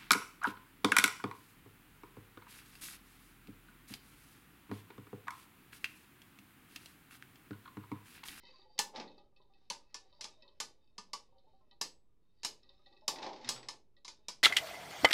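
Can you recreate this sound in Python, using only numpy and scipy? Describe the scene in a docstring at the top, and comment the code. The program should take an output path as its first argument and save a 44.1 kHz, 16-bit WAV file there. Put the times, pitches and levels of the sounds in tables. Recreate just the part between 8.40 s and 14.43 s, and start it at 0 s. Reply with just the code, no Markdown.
"""First the murmur and chatter of two circling spinning tops, with a faint squeak of a sticking tip.
Then their rims clash: shaped noise bursts crack, and damped modes ring the shell and knock the walls.
Light taps repeat as the tops turn, and two harder blows make a metal weight ring sing on.
Twice a top is flung out: it knocks and rumbles along the wall, and the floor drones briefly.
A covered plastic stadium in a small, carpeted room adds dense echoes over rumble and hiss."""
import sys
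import numpy as np
from scipy import signal
from scipy.fft import rfft, irfft
from scipy.io import wavfile
from scipy.ndimage import uniform_filter1d

SR = 44100
rng = np.random.default_rng(int(sys.argv[2]) if len(sys.argv) > 2 else 0)


def inscribe(sig):
    """Save sig as 16-bit PCM at rate SR to the path in sys.argv[1].

    A 1-D sig is mono; a 2-D sig holds one channel per row.
    Samples are clipped to [-1, 1] before scaling.
    """
    pcm = np.round(np.clip(np.atleast_2d(sig).T, -1, 1) * 32767)
    wavfile.write(sys.argv[1], SR, pcm.astype(np.int16))


N = 265923
TIME = np.arange(N) / SR
TAIL = TIME[:SR // 3]  # time axis of one short sound, s
TOP_HZ = 16000  # upper limit of the microphone


def undb(db):
    """Level law: decibels to amplitude gain."""
    return 10 ** (np.asarray(db) / 20)


def unit(x):
    """Energy normalisation: the sum of squares becomes 1."""
    return x / np.sqrt(np.sum(x ** 2))


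def steady(x):
    """Power normalisation: the standard deviation becomes 1."""
    return x / np.std(x)


def along(hz, points):
    """Interpolation of (frequency, value) points on a logarithmic frequency axis."""
    point_hz, value = np.transpose(points)
    return np.interp(np.log(np.maximum(hz, 1)), np.log(point_hz), value)


def through(x, response):
    """Linear filtering: convolution with an impulse response."""
    return signal.fftconvolve(x, response)[:len(x)]


def colour(points, size=2048):
    """Minimum-phase filtering: a folded cepstrum gives a causal response to (Hz, dB) points."""
    log_spectrum = np.log(undb(along(np.fft.rfftfreq(size, 1 / SR), points)))
    cepstrum = irfft(log_spectrum)
    cepstrum[1:size // 2] *= 2
    cepstrum[size // 2 + 1:] = 0
    return unit(irfft(np.exp(rfft(cepstrum))))


def add(out, s, x):
    """Superposition: mix a sound in at a time in seconds."""
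    i = max(int(s * SR), 0)
    out[i:i + len(x)] += x[:N - i]


def walk(rate):
    """Random modulation: smooth wandering with a spread near 1, built from `rate` draws a second."""
    k = int(SR / rate)
    draws = np.clip(rng.standard_normal(N // k + 1), -1.7, 1.7)
    return 1.2 * uniform_filter1d(np.repeat(draws, k), k)[:N]


def modes(table, scatter_db, push_s):
    """Modal superposition: the strike point sets each mode's strength and sign; a soft push starts gently."""
    hz, width, db = np.transpose(table)
    t = TAIL[:len(TAIL) // 2]
    strength_db = db + scatter_db * (2 * rng.random(len(hz)) - 1)
    sign = np.sign(rng.standard_normal(len(hz)))
    gain = np.sqrt(width) * undb(strength_db) * sign  # a wide mode dies sooner, so it starts stronger
    rings = np.exp(-np.pi * np.outer(width, t)) * np.sin(2 * np.pi * np.outer(hz, t))
    onset = 1 - np.exp(-(t / push_s) ** 2)
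    return np.pad(unit(gain @ rings * onset), (0, len(TAIL) - len(t)))


def contact(rise_s, fall_s):
    """Contact noise: teeth grate past each other in a burst that rises and decays exponentially."""
    envelope = (1 - np.exp(-TAIL / rise_s)) ** 2 * np.exp(-TAIL / fall_s)
    return unit(rng.standard_normal(len(TAIL)) * envelope)


def skips(spin_hz, jitter, scatter_db, grit_db):
    """Impulsive excitation: a tip hops about once a turn (median rate spin_hz) and grinds over grit."""
    chance = rng.standard_normal((1200, 2))
    at = (np.cumsum(np.exp(jitter * chance[:, 0])) * SR / spin_hz).astype(int)
    hops = np.zeros(N)
    hops[at[at < N]] = undb(scatter_db * np.clip(chance[at < N, 1], -2, 2))
    grit = rng.standard_normal(N) * (rng.random(N) < 1500 / SR)  # about 1500 grains a second
    return steady(hops) + undb(grit_db) * steady(grit)


def grate(spin_hz, jitter, scatter_db, fall_s):
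    """Amplitude-modulated noise: every hop of a tip scrapes up a short puff."""
    power = through(skips(spin_hz, jitter, scatter_db, grit_db=-6.5) ** 2, np.exp(-2 * TAIL / fall_s))
    return steady(np.sqrt(np.abs(power)) * rng.standard_normal(N))


# steady background spectrum: (frequency [Hz], relative level [dB])
BACKGROUND_SPECTRUM = [(20, 0.5), (45, -5.5), (70, -8), (150, -13.5), (230, -16), (440, -18), (560, -30),
                       (1100, -32), (1500, -39), (2600, -39.5), (5000, -44.5), (16000, -51)]
BACKGROUND_DB = -74


def background():
    """Stationary noise: shaped white noise makes faint room rumble and microphone hiss."""
    return undb(BACKGROUND_DB) * steady(through(rng.standard_normal(N), colour(BACKGROUND_SPECTRUM, size=8192)))


# reverberation of the enclosure: (frequency [Hz], 60 dB decay time [s])
DECAY_TIMES = [(150, 0.49), (500, 0.43), (1000, 0.22), (2500, .22), (5500, 0.2), (9000, 0.2), (15000, 0.19)]


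def echoes(build_s):
    """Diffuse reverberation: lid and near walls return a dense tail, new at each call, soonest gone in the treble."""
    noise = rfft(rng.standard_normal(len(TAIL)))
    hz = np.fft.rfftfreq(len(TAIL), 1 / SR)
    centres, t60s = np.transpose(DECAY_TIMES)
    tail = 0
    for share, t60 in zip(np.eye(len(centres)), t60s):
        band = irfft(noise * along(hz, np.column_stack([centres, share])), len(TAIL))
        tail = tail + band * np.exp(-np.log(1000) * TAIL / t60)
    return unit(tail * (1 - np.exp(-(TAIL / build_s) ** 2)))


def room(x, wet_db):
    """Direct and reverberant fields: the sound plus its echoes."""
    return x + undb(wet_db) * through(x, echoes(build_s=.005))


def spot(ripple_db, count=110):
    """Standing waves: those under the lid favour other frequencies at every spot."""
    hz = np.linspace(1400, TOP_HZ, count)
    ripple = ripple_db * np.clip(rng.standard_normal(count), -1.6, 1.6)
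    return colour(np.column_stack([hz, ripple * (hz > hz[0])]))  # flat up to the first point


# notes of a sticking tip: (start [s], length [s], centre frequency [Hz], level [dB])
SQUEAK_NOTES = [(0.0, .13, 2050, -67.5), (.27, 0.11, 4657, -72)]


def squeak():
    """Frequency modulation: a sticking tip sings a thin, wavering note that swells and fades."""
    out = 0
    for s, length_s, hz, db in SQUEAK_NOTES:
        swell = np.sin(np.pi * np.clip((TIME - s) / length_s, 0, 1))
        wavering_hz = hz + 70 * walk(rate=140)
        out = out + undb(db) * swell * np.sin(2 * np.pi * np.cumsum(wavering_hz) / SR)
    return out


# slow flexing modes of the bowl, before loading: (frequency [Hz], bandwidth [Hz], relative level [dB])
FLEX_MODES = [(240, 37, -5), (380, 26, -2), (540.4, 28, -2.5), (565, 7, -5), (802, 10, -3.5), (950, 11, -5),
              (1203, 15, -11.5)]
LEAN_DB, LEAN_SCATTER_DB = 26.5, 4  # one lean over the murmur's level, and the spread either way


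def bumps(s, level_db, rate):
    """Mass loading: a wobbling top leans at random moments, which detunes and damps the bowl's modes."""
    out = np.zeros(N)
    swell = 1 - np.exp(-(TAIL / .007) ** 2)
    for k, (delay, weight, detune) in enumerate(rng.random((int(rate * N / SR), 3))):
        t = (k + delay) / rate
        # factors on frequency, bandwidth and level
        loaded = np.array(FLEX_MODES) * [np.exp(0.11 * (2 * detune - 1)), 2.2, 1]
        lean_db = np.interp(t, s, level_db) + LEAN_DB + LEAN_SCATTER_DB * (2 * weight - 1)
        add(out, t, undb(lean_db) * unit(swell * modes(loaded, scatter_db=13.0, push_s=0.0022)))
    return out


def roll(table, patchy_db, rate):
    """Nodal crossing: a moving tip crosses each mode's nodes, so the modes swell and fade on their own."""
    push = skips(spin_hz=69.4, jitter=.25, scatter_db=9.5, grit_db=1)
    out = 0
    for mode in table:
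        patchy_push = push * undb(patchy_db * walk(rate))
        out = out + undb(mode[2]) * through(patchy_push, modes([mode], scatter_db=0, push_s=.002))
    return steady(out)


# bright modes of the bowl under the tips: (frequency [Hz], bandwidth [Hz], relative level [dB])
BOWL_MODES = [(1930, 21, -5), (2600, 17, -5), (3080, 60, -5.5), (3681, 69, 4), (4060, 74, -5),
              (3780, 260, -3.5), (4250, 84, -5), (4650, 130, -1), (5260, 90, -7.5), (5568, 140, -18)]
# spectrum of scraped plastic: (frequency [Hz], relative level [dB])
SCRATCH_SPECTRUM = [(300, -21), (1000, 1), (1450, 0.5), (2000, 3), (3000, 0), (4000, 3), (5200, 3),
                    (6500, -8), (9000, -27.5), (12000, -44.5), (16000, -59)]
# gentle travel over the bowl, swelling and ebbing as the tops circle:
# (time [s], murmur level before LEAN_DB [dB], chatter level before wobble [dB])
TRAVEL_LEVELS = [(0, -65.5, -72.5), (.23, -67, -75.5), (0.278, -69.5, -85), (.79, -64, -76.5),
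                 (.88, -82.5, -102), (1.0, -70, -98), (1.22, -81.5, -84), (1.75, -67.5, -80),
                 (2.12, -72.5, -82), (2.48, -84.5, -92.5), (3.13, -68.5, -89), (3.801, -94, -104),
                 (4.08, -87.5, -80.5), (4.22, -81.5, -81), (4.582, -65, -80), (5.499, -99.5, -105),
                 (5.8, -76.5, -87)]


def travel():
    """Rolling excitation: circling tips make the bowl murmur and chatter, unevenly as the tops wobble."""
    s, murmur_db, chatter_db = np.transpose(TRAVEL_LEVELS)
    scratch = through(grate(spin_hz=110, jitter=0.85, scatter_db=0.0, fall_s=.006), colour(SCRATCH_SPECTRUM))
    wobble_db = 1.4 * walk(rate=17)
    chatter = roll(BOWL_MODES, patchy_db=5.5, rate=14) + undb(-7) * scratch
    chatter_gain = undb(np.interp(TIME, s, chatter_db) + wobble_db)
    return bumps(s, murmur_db, rate=19) + chatter * chatter_gain


# floor drones, pitched by the spot: (time [s], frequency [Hz], level [dB])
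FLOOR_BOOMS = [(0.566, 230.4, -49), (0.605, 185.5, -55.5), (5.034, 245, -50), (5.052, 120, -55),
               (5.141, 123.8, -54)]


def booms(swell_s, t60):
    """Plate flexure: the thin floor, loaded by a flung top, swells into a low, short drone."""
    out = np.zeros(N)
    swell = 1 - np.exp(-(TAIL / swell_s) ** 2)
    for s, hz, db in FLOOR_BOOMS:
        decay = undb(db - 60 * TAIL / t60)
        add(out, s, decay * swell * np.sin(2 * np.pi * hz * TAIL))
    return out


# spectrum of the drummed wall: (frequency [Hz], relative level [dB])
RUMBLE_SPECTRUM = [(70, -35.5), (105, -14), (130, -7.5), (175, -11.5), (240, -1.5), (370, 2.5), (540, 3.5),
                   (680, -2), (860, 8.5), (1150, -6), (1450, -18), (3500, -17), (8000, -53.5),
                   (16000, -77.5)]
# two rides along the wall, each a list of: (time [s], rumble level [dB], scratch level [dB])
WALL_RIDES = [
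    [(.525, -74.5, -94), (.548, -49, -62), (.61, -47, -52), (.64, -62, -84), (.73, -85, -74)],
    [(4.69, -53.5, -70.5), (4.822, -54, -62.5), (4.832, -43, -50.5), (4.875, -47, -53.5),
     (4.92, -53.5, -67.5), (5.02, -62.5, -58), (5.18, -59, -57.5), (5.22, -66.5, -78), (5.35, -67.5, -77)],
]


def rides():
    """Forced vibration: a top running along the wall drums the thin plastic and scratches its surface."""
    out = 0
    for ride in WALL_RIDES:
        s, rumble_db, scratch_db = np.transpose(ride)
        riding = (TIME > s[0]) & (TIME < s[-1])
        drumming = grate(spin_hz=140.3, jitter=.4, scatter_db=-1.0, fall_s=0.013)
        drumming = drumming * undb(np.interp(TIME, s, rumble_db)) * riding
        scratching = grate(spin_hz=116.0, jitter=0.83, scatter_db=7.5, fall_s=0.0087)
        scratching = scratching * undb(np.interp(TIME, s, scratch_db)) * riding
        out = out + through(drumming, colour(RUMBLE_SPECTRUM)) + through(scratching, colour(SCRATCH_SPECTRUM))
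    return out


# knocks of a top against the wall: (time [s], level [dB])
WALL_KNOCKS = [(0.379, -22.5), (0.5595, -20), (0.5982, -21.5), (4.7581, -24), (4.784, -25), (4.828, -21),
               (4.9612, -32), (5.045, -22.5), (5.229, -30.5)]


def knocks():
    """Impact excitation: a flung top bumps the wall with a dull, gritty clack and rings the bowl's modes."""
    out = np.zeros(N)
    for s, db in WALL_KNOCKS:
        burst = contact(rise_s=.0005, fall_s=0.0029) + undb(3.0) * echoes(build_s=0.0039)
        clack = unit(through(burst, colour(SCRATCH_SPECTRUM)))
        ring = modes(BOWL_MODES, scatter_db=8.0, push_s=.001)
        add(out, s, undb(db) * (clack + undb(-3) * ring))
    return out


# spectrum of a light tick: (frequency [Hz], relative level [dB])
TICK_SPECTRUM = [(300, -22.5), (1000, -16), (1500, -22.5), (2900, -15.5), (3800, 7.5), (4500, 3.5),
                 (5400, -22.5), (6500, -30), (9000, -38.5), (16000, -58.5)]
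# light taps of the tops on each other and on the bowl: (time [s], level of the first touch [dB])
LIGHT_TAPS = [(0.088, -47), (0.217, -44.5), (0.6762, -34.5), (0.716, -44.5), (0.7808, -40), (0.963, -43.5),
              (1.016, -47.5), (1.1362, -48.5), (1.726, -42), (2.0223, -36), (2.0781, -38.5), (2.9831, -49),
              (3.3114, -39.5), (4.232, -43.5), (4.292, -38.5), (4.4611, -36.5), (4.526, -43), (4.5658, -42),
              (5.5668, -43.5)]
# time of one turn [s]; level step per turn and its spread either way [dB]
TURN_S, REBOUND_DB, REBOUND_SCATTER_DB = 0.0082, -7.5, 3


def taps(count=3):
    """Repeated impact: glancing ticks ring the bowl and come again, usually weaker, on the next turns."""
    out = np.zeros(N)
    for s, db in LIGHT_TAPS:
        for turn in range(count):
            bright_ring = modes(BOWL_MODES, scatter_db=16, push_s=.002)
            flex_ring = modes(FLEX_MODES, scatter_db=12.0, push_s=0.0083)
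            burst = contact(rise_s=.0008, fall_s=0.0036) + echoes(build_s=0.0052)
            tick = unit(through(burst, colour(TICK_SPECTRUM)))
            heard_tick = unit(through(tick, spot(ripple_db=4.0)))
            touch = bright_ring + undb(-3.5) * flex_ring + undb(-2) * heard_tick
            touch_db = db + turn * (REBOUND_DB + REBOUND_SCATTER_DB * rng.uniform(-1, 1))
            add(out, s - .001 + turn * TURN_S, undb(touch_db) * touch)
    return out


# modes of the metal weight ring: (frequency [Hz], relative level [dB], 60 dB decay time [s])
RING_MODES = [(7892, -11, .33), (7920, 4, 0.33), (7090, -6.5, 0.27)]
# blows that catch the weight ring: (time [s], level [dB])
RING_BLOWS = [(3.415, -60), (5.091, -49.5)]


def pings():
    """Beating modes: a weight ring sings on after a square blow, its close pair of modes beating."""
    out = np.zeros(N)
    ring = sum(undb(db - 60 * TAIL / t60) * np.sin(2 * np.pi * hz * TAIL) for hz, db, t60 in RING_MODES)
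    for s, db in RING_BLOWS:
        add(out, s, undb(db) * ring)
    return out


# spectrum of a hard crack: (frequency [Hz], relative level [dB])
CRACK_SPECTRUM = [(90, -26.5), (160, -17), (260, -12.5), (450, -9), (700, -12.5), (1050, -7), (1420, -13.5),
                  (2200, -8), (3200, -5), (5100, 2), (6500, -2.5), (9000, -11), (12000, -17), (16000, -32)]
# modes of the shell and tops under a clash: (frequency [Hz], bandwidth [Hz], relative level [dB])
SHELL_MODES = [(1490.4, 11, -14), (1758, 12, -8.5), (2115, 49, -6), (2670, 13, -13), (2984, 12, -7),
               (3012, 26, -7), (3260, 30, -12), (3417, 40, -11), (3852, 45, 1), (4310, 45, 0.5),
               (4700, 30, -3), (5060, 60, -3), (4980, 10, -3), (4980, 80, -1), (5010, 65, -4.5),
               (5280, 18, -1.5), (6000, 65, -7.5), (6550, 46, -11.5), (7250, 18, -4.5), (7000, 50, -9),
               (9000, 35, -14), (10700, 59, -6.5), (11950, 26, -12)]
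# low modes of the stadium's walls: (frequency [Hz], bandwidth [Hz], relative level [dB])
WALL_MODES = [(203, 33, -17), (350, 200, -15.5), (435, 25, -19), (567, 30, -16.5), (829, 23, -9),
              (900, 24, -5.5), (983, 62, 1.5), (1131, 45, -2.5), (1212, 28, -9)]
# clashes of the rims: (time [s], crack level [dB], wall knock level [dB])
RIM_CLASHES = [(0.389, -1, -8), (1.3, -10, -15), (1.543, -16, -25.5), (1.8087, -15.5, -57.5),
               (1.841, -16.5, -25.5), (2.201, -8.5, -20), (2.58, -19, -22.5), (2.732, -13, -16),
               (3.412, -6, -20), (4.032, -17, -30), (4.047, -6.5, -20), (4.679, -2.5, -12),
               (5.089, -4.5, -18), (5.285, -13, -22), (5.647, -22.5, -30.5), (5.679, -19, -30.5),
               (5.883, -11.5, -22.5)]
# crack level at which nothing is dulled [dB]; dB lost at 11 kHz, against 5.5 kHz, per dB softer
HARD_DB, DULLING = -4, 0.52


def clashes():
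    """Impact hardness: each clash cracks, rings shell and walls; a harder one has more snap and treble."""
    out = np.zeros(N)
    for s, crack_db, knock_db in RIM_CLASHES:
        hardness_db = DULLING * (crack_db - HARD_DB)
        edge = colour([(5500, 0), (11000, 1.0 * hardness_db), (16000, 5.1 * hardness_db)])
        snap = np.roll(contact(rise_s=.0005, fall_s=0.002), SR // 1000)  # 1 ms later
        strike = undb(2.5 + 0.6 * hardness_db) * snap
        burst = strike + contact(rise_s=0.001, fall_s=0.0077) + undb(1.5) * echoes(build_s=0.0054)
        edged_burst = through(through(burst, colour(CRACK_SPECTRUM)), edge)
        crack = unit(through(edged_burst, spot(ripple_db=3.0)))
        shell = unit(through(modes(SHELL_MODES, scatter_db=9.5, push_s=.0015), edge))
        knock = room(modes(WALL_MODES, scatter_db=8, push_s=0.0058), wet_db=-8.5)
        add(out, s - .0004, undb(crack_db) * (crack + undb(-6.0) * shell))
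        add(out, s + .001, undb(knock_db) * knock)
    return out


def scene():
    """Superposition of sources: all sounds of the stadium, with extra echoes on the rubbing ones."""
    rubbing = room(travel() + rides() + squeak(), wet_db=-3.0)
    impacts = clashes() + pings() + taps() + knocks()
    return (impacts + rubbing + booms(swell_s=0.011, t60=0.49) + background())[None]


def record(dry):
    """Band limiting: the microphone cuts the top and rests slightly off zero."""
    low_pass = signal.ellip(8, .2, 70, TOP_HZ, fs=SR, output="sos")  # .2 dB ripple, 70 dB stopband
    return signal.sosfilt(low_pass, dry) + .0006


dry = scene()
out = record(dry)
inscribe(out)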